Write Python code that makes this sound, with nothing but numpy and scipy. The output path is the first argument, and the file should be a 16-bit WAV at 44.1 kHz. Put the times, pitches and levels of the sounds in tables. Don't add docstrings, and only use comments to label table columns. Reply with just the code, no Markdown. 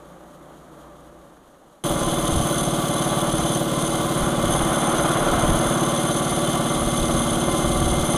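import sys
import numpy as np
from scipy import signal
from scipy.fft import rfft, irfft, next_fast_len
from scipy.io import wavfile
from scipy.ndimage import uniform_filter1d

SR = 44100
rng = np.random.default_rng(int(sys.argv[2]) if len(sys.argv) > 2 else 0)


def unload_audio(sound):
    columns = np.transpose(np.atleast_2d(sound))
    steps = np.round(np.clip(columns, -1, 1) * 32767)
    wavfile.write(sys.argv[1], SR, steps.astype(np.int16))


def nominal_scale(level):
    x = np.asarray(level, float) / 20
    return 10 ** x


N = 360285

CHANGE_S = 1.8375

# time_s, rate_firings_per_s
CUT_SPEED = [
    (0, 29.2),
    (.35, 29.5),
    (.7, 29.1),
    (1.0, 29.4),
    (1.18, 29.5),
    (1.37, 26.1),
    (1.47, 23.3),
    (1.83, 19.1),
]
# multiple, level_db
CUT_ORDERS = [(1, -15), (2, -2), (4, -13), (5, 0), (6, -2), (8, -8), (10, -6), (11, -2), (12, -5), (20, -1),
              (24, -8), (40, -9)]
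# pitch_hz, level_db (per Hz)
CUT_ROAR_SPECTRUM = [(30, -18), (60, -14), (95, -29), (150, -1.5), (230, -4.5), (330, 0.5), (420, -6),
                     (590, 1), (660, -6), (740, -4), (1000, -8.5), (1170, -5), (1500, -13), (2600, -28)]
# pitch_hz, level_db (per Hz)
CUT_HISS_SPECTRUM = [(1410, -38), (2400, -31), (2660, -7), (2740, -6), (2970, -3), (3130, -1), (4020, -5.5),
                     (5130, -14.5), (6700, -4), (7410, -10.5), (9980, -6), (13900, -15), (15600, -23)]
# centre_s, level_db, length_s
BITE = [
    (.82, 1.5, 0.054),
    (.97, 1.5, .03),
    (1.2, -2, 0.22),
]

# pitch_hz, level_db (per Hz)
WIND_SPECTRUM = [(12, -14), (24, 0), (45, 0), (70, -5), (100, -7), (200, -15), (400, -30)]
# centre_s, level_db (peak), length_s
GUSTS = [(1.35, -65, .25), (1.93, -34, .03), (2.05, -33, .04), (2.2, -36, .06), (2.37, -24, 0.038),
         (2.62, -36, 0.065), (3.33, -36, .04), (3.43, -28, 0.023), (3.92, -42, 0.068), (4.225, -20.5, .015),
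         (4.46, -27.5, 0.059), (4.62, -30.5, .06), (5.02, -40, 0.083), (5.24, -30, .03), (5.35, -25, 0.032),
         (5.5, -22.5, 0.05), (5.68, -36, .03), (6.34, -40, .03), (6.86, -31, .07), (7.02, -26, 0.019),
         (7.15, -29, 0.076), (7.33, -30, 0.041), (7.52, -34, 0.058), (7.66, -27, .03), (7.76, -28, 0.06),
         (7.87, -22, 0.038), (8.0, -24.5, 0.047), (8.13, -34, 0.024)]

# time_s, lead_ms (firings ahead of an even beat)
GOVERNOR_LEAD = [(1.95, -13.4), (2.8, -9.1), (3.4, -9.0), (3.85, -6.9), (4.25, -4.2), (4.5, -4.1),
                 (4.95, -5.5), (5.3, -5.0), (5.75, -4.7), (6.5, -7.5), (6.95, -8.2), (7.55, -8.1),
                 (7.95, -9.7)]
# share_of_cycle, level_db
THUMPS = [
    (.955, 0),
    (.32, -12),
    (.56, -19),
]
# pitch_hz, width_hz, level_db
CHAMBER = (156, 88, -28.0)
# share_of_cycle, level_db
GAS_PULSES = [
    (.05, 0),
    (.17, -9),
    (.41, -14),
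    (.68, -4),
]
# pitch_hz, level_db, t60_s
PIPE_MODES = [(269.5, -1.5, 0.2), (315.6, 4, 0.057), (326.5, 11.5, 0.086), (313.5, 9, 0.03),
              (417, -6.5, 0.12), (543.3, -5.5, 0.18), (558, -1, 0.11), (582, -0.5, 0.15), (694, -3.5, 0.11),
              (737, -10.5, 0.3), (811.5, -12.5, 0.14), (1155.5, -4.5, 0.22), (1250, -18, 0.062)]
# multiple, level_db (at the change), growth_db_per_s, loudest_share_of_cycle
FRAME_ORDERS = [(13, -33.5, .55, .6), (20, -38, .7, .8), (25, -43, -.8, .55)]
# pitch_hz, width_hz, level_db (at the change), growth_db_per_s
PANELS = [(826, 12, -45, 0), (1036, 8, -39.5, 0), (1145, 16, -40.5, 0), (2095, 60, -51, 1.2),
          (3480, 50, -50, .3), (3965, 35, -53, .3)]
# pitch_hz, level_db (per Hz)
RUMBLE_SPECTRUM = [(60, -14), (90, -13), (165, -11), (220, -6), (290, -6), (345, -4), (395, -12), (470, -7),
                   (525, -5), (565, 0), (630, -5), (730, -3), (820, -6), (900, -12)]
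# pitch_hz, level_db (per Hz)
CASING_SPECTRUM = [(500, -25), (850, -0.5), (953, 5.5), (1020, 7.5), (1160, 7), (1250, 7), (1460, 6.5),
                   (1590, -1.5), (1790, -4.5), (2090, -7.5), (2360, -9.5), (2650, -16), (2800, -9.5),
                   (3640, -13), (6160, -120)]
# share_of_cycle, rattle_ms, cover_db, cowl_db
VALVE_CONTACTS = [(.12, 2, -7, -6), (.2, 3, -6, -9), (.295, 3, -5, 0), (.35, 3, -3, -6), (.48, 2, -7, -5),
                  (.56, 3, 0, -7), (.62, 3, -3, -4), (.8, 3, -6, -1), (.845, 4, -1, -4)]
# pitch_hz, width_hz, level_db
SHROUD_MODES = [(2090, 160, -8), (3100, 250, -2), (3430, 220, 0), (3960, 100, -7), (6170, 70, 0),
                (6350, 300, -6), (8770, 50, -6), (9060, 200, -1), (9350, 300, -3), (10500, 400, -3),
                (11100, 500, -7), (10120, 70, .5), (9800, 500, -15)]
# centre_s, level_db, length_s
SHAKES = [(1.95, -4, 0.059), (2.55, 2.5, 0.041), (2.82, -3, 0.086), (3.3, -2.5, 0.065), (3.45, 4.5, 0.018),
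          (3.67, -9.5, 0.055), (4.05, -6.5, 0.079), (4.36, -8, .07), (4.55, 4.5, 0.046),
          (5.29, -3.5, 0.038), (6.62, -4, 0.042), (7.2, 4.5, 0.017), (8.0, -2.5, 0.03), (8.12, 3.5, 0.05)]
# pitch_hz, level_db (per Hz)
FAN_BLADE_SPECTRUM = [(1470, -69), (2500, -15), (2690, -15.5), (3190, -4), (5170, -18), (5690, -19.5),
                      (6160, -8), (7540, -15), (9110, -9), (9680, -14), (10900, -9.5), (12500, -29.5),
                      (16200, -53), (22000, -120)]
# pitch_hz, level_db (per Hz)
RUB_SPECTRUM = [(10000, -14), (11500, -3), (13300, 0), (14200, -3), (15600, -4)]


def seconds():
    return np.arange(N) / SR


def since_change():
    return seconds() - CHANGE_S


def rms_one(x):
    return x / np.sqrt(np.mean(x ** 2) + 1e-20)


def in_time(rows):
    time_s, *columns = np.transpose(rows)
    return [np.interp(seconds(), time_s, column) for column in columns]


def drift(rate):
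    r = np.exp(-80 * np.pi * rate / SR)
    noise = rng.standard_normal(N // 40 + 2002)
    slow = signal.lfilter([1], [1, -2 * r, r * r], noise)[2000:]
    return np.interp(np.arange(N) / 40, np.arange(len(slow)), rms_one(slow))


def swells(rows, gain):
    t = np.arange(0, N + 40, 40) / SR
    total = sum(gain(size) * np.exp(-.5 * ((t - centre_s) / max(length_s, .01)) ** 2)
                for centre_s, size, length_s in rows)
    return np.interp(seconds(), t, total)


def coloured(spectrum):
    hz, db = np.transpose(spectrum)
    size = next_fast_len(N)
    bins = np.arange(1, size // 2 + 2) * SR / size
    gain = nominal_scale(np.interp(np.log(bins), np.log(hz), db, left=-90, right=-90))
    return rms_one(irfft(rfft(rng.standard_normal(size)) * gain, size)[:N])


def resonate_twice(x, hz, width):
    r = np.exp(-np.pi * width / SR)
    poles = [1, -2 * r * np.cos(2 * np.pi * hz / SR), r * r]
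    for _ in range(2):
        x = signal.lfilter([1, 0, -1], poles, x) * (1 - r * r) / 2
    return x


def strikes(cycles, share, level_db, uneven_db):
    at = np.searchsorted(cycles, np.arange(-6, 120) + share)
    clicks = np.full(N + 1, 1e-18)
    clicks[at] = nominal_scale(level_db + uneven_db * rng.standard_normal(len(at)))
    return clicks[:N]


def cutting():
    per_s, = in_time(CUT_SPEED)
    cycles = np.cumsum(per_s) / SR
    slower_db = 20 * np.log10(per_s / 29.3)
    bite_db = swells(BITE, float)
    tones = np.zeros(N)
    for multiple, level_db in CUT_ORDERS:
        fall = 8.0 if multiple > 2 else 14.0
        order_db = level_db + fall * slower_db + 2.5 * drift(10)
        tones += nominal_scale(order_db) * np.sin(2 * np.pi * (multiple * cycles + rng.random()))
    throb_db = 0.49 * np.cos(2 * np.pi * cycles) + 0.74 * drift(25)
    roar_db = -46 + 1.84 * slower_db + 1.1 * bite_db + throb_db
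    lap_db = 0.7 * np.cos(2 * np.pi * 4.3 * (seconds() - 0.1))
    hiss_db = -60.5 + 1.2 * slower_db + bite_db + lap_db + 0.84 * drift(30)
    roar = nominal_scale(roar_db) * coloured(CUT_ROAR_SPECTRUM)
    hiss = nominal_scale(hiss_db) * coloured(CUT_HISS_SPECTRUM)
    return nominal_scale(-53.5) * tones + roar + hiss


def wind():
    rumble = coloured(WIND_SPECTRUM)
    rumble = rumble / np.sqrt(uniform_filter1d(rumble ** 2, size=2500) + .05)
    calm = np.where(since_change() > 0, nominal_scale(-49.0), nominal_scale(-72.0))
    level = calm + swells(GUSTS, nominal_scale)
    return level * nominal_scale(2.3 * drift(33)) * rumble


def thump(cycles):
    hz, width, level_db = CHAMBER
    firing = sum(strikes(cycles, share, db, uneven_db=1.1) for share, db in THUMPS)
    push = signal.lfilter(np.hanning(130), 1, firing)
    late = np.roll(push, int(.012 * SR))
    low = nominal_scale(-15.0) * resonate_twice(late, 82.5, 59) + nominal_scale(-15.5) * resonate_twice(late, 55, 33)
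    return nominal_scale(level_db) * rms_one(resonate_twice(push, hz, width) + low)


def exhaust(cycles):
    out = np.zeros(N)
    for k, (hz, level_db, t60_s) in enumerate(PIPE_MODES):
        clicks = sum(strikes(cycles, share, level_db + db, uneven_db=1.2) for share, db in GAS_PULSES)
        r = nominal_scale(-60 / (t60_s * SR))
        w = 2 * np.pi * hz / SR
        ring = signal.lfilter([0, np.sin(w)], [1, -2 * r * np.cos(w), r * r], clicks)
        out += (-1) ** k * ring
    return rms_one(out)


def frame_hum(cycles):
    out = np.zeros(N)
    for multiple, db, db_per_s, share in FRAME_ORDERS:
        level = nominal_scale(db + db_per_s * since_change() + 1.2 * drift(1.0))
        throb = 1 + .4 * np.cos(2 * np.pi * (cycles - share))
        out -= level * throb * np.sqrt(2) * np.cos(2 * np.pi * multiple * cycles)
    shake = rng.standard_normal(N)
    for hz, width, db, db_per_s in PANELS:
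        out += nominal_scale(db + db_per_s * since_change()) * rms_one(resonate_twice(shake, hz, width))
    return out


def casing_roar(cycles):
    body_db = -23.5 + 0.2942 * since_change() + 2.34 * drift(0.5)
    swell_db = 1.5 * np.cos(2 * np.pi * (cycles - .2)) + .7 * drift(30)
    noise = nominal_scale(-6) * coloured(RUMBLE_SPECTRUM) + nominal_scale(-8.0) * coloured(CASING_SPECTRUM)
    return nominal_scale(body_db + swell_db) * noise


def valve_rattle(cycles):
    shake_db = swells(SHAKES, float) + 0.46 * drift(4.2)
    cover, cowl = np.full((2, N), nominal_scale(-13.5))
    for share, rattle_ms, cover_db, cowl_db in VALVE_CONTACTS:
        clicks = strikes(cycles, share, 0, uneven_db=2.5)
        burst = signal.lfilter([1], [1, -np.exp(-1000 / (rattle_ms * SR))], clicks)
        cover = cover + nominal_scale(cover_db) * burst
        cowl = cowl + nominal_scale(cowl_db) * burst
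    loose, firm = nominal_scale(shake_db), nominal_scale(0.55 * shake_db)
    out = np.zeros(N)
    for hz, width, level_db in SHROUD_MODES:
        if hz > 9700:
            gate = loose * cowl
        elif hz > 5000:
            gate = loose * cover
        else:
            gate = firm * (nominal_scale(-14.5) + cowl / 2)
        chatter = gate * nominal_scale(1.5 * drift(27)) * rng.standard_normal(N)
        out += nominal_scale(level_db) * resonate_twice(chatter, hz, width)
    return nominal_scale(-33.0) * rms_one(out)


def blade_rub():
    start_rate, slowing = 3.53, .72
    rate = np.maximum(start_rate - slowing * (seconds() - 1.88), 0)
    turn = 2 * np.pi * (start_rate ** 2 - rate ** 2) / (2 * slowing)
    shape = np.cos(turn - .3) + .4 * np.sin(2 * turn + .6)
    level_db = -52.0 + rate * (1.3 + 1.0 * shape) + .6 * drift(3)
    return nominal_scale(level_db) * coloured(RUB_SPECTRUM)


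def fan_and_blade(cycles):
    flutter_db = 1.2 * np.cos(4 * np.pi * (cycles - .33)) + 1.6 * drift(90)
    return nominal_scale(flutter_db) * (nominal_scale(-34.5) * coloured(FAN_BLADE_SPECTRUM) + blade_rub())


def idling():
    lead_ms, = in_time(GOVERNOR_LEAD)
    cycles = 18.1 * (seconds() - 2 + lead_ms / 1000)
    firings = thump(cycles) + nominal_scale(-27.0) * exhaust(cycles) + frame_hum(cycles)
    return firings + casing_roar(cycles) + valve_rattle(cycles) + fan_and_blade(cycles)


def scene():
    second = np.clip(since_change() / .002, 0, 1)
    return ((1 - second) * cutting() + second * idling() + wind())[None]


def roll_off(x):
    return signal.sosfilt(signal.butter(12, 16110, fs=SR, output="sos"), x)


def record(dry):
    steep = signal.ellip(12, .5, 55, 15260, fs=SR, output="sos")
    mix = signal.sosfilt(steep, dry)
    return roll_off(mix)


dry = scene()
out = record(dry)
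unload_audio(out)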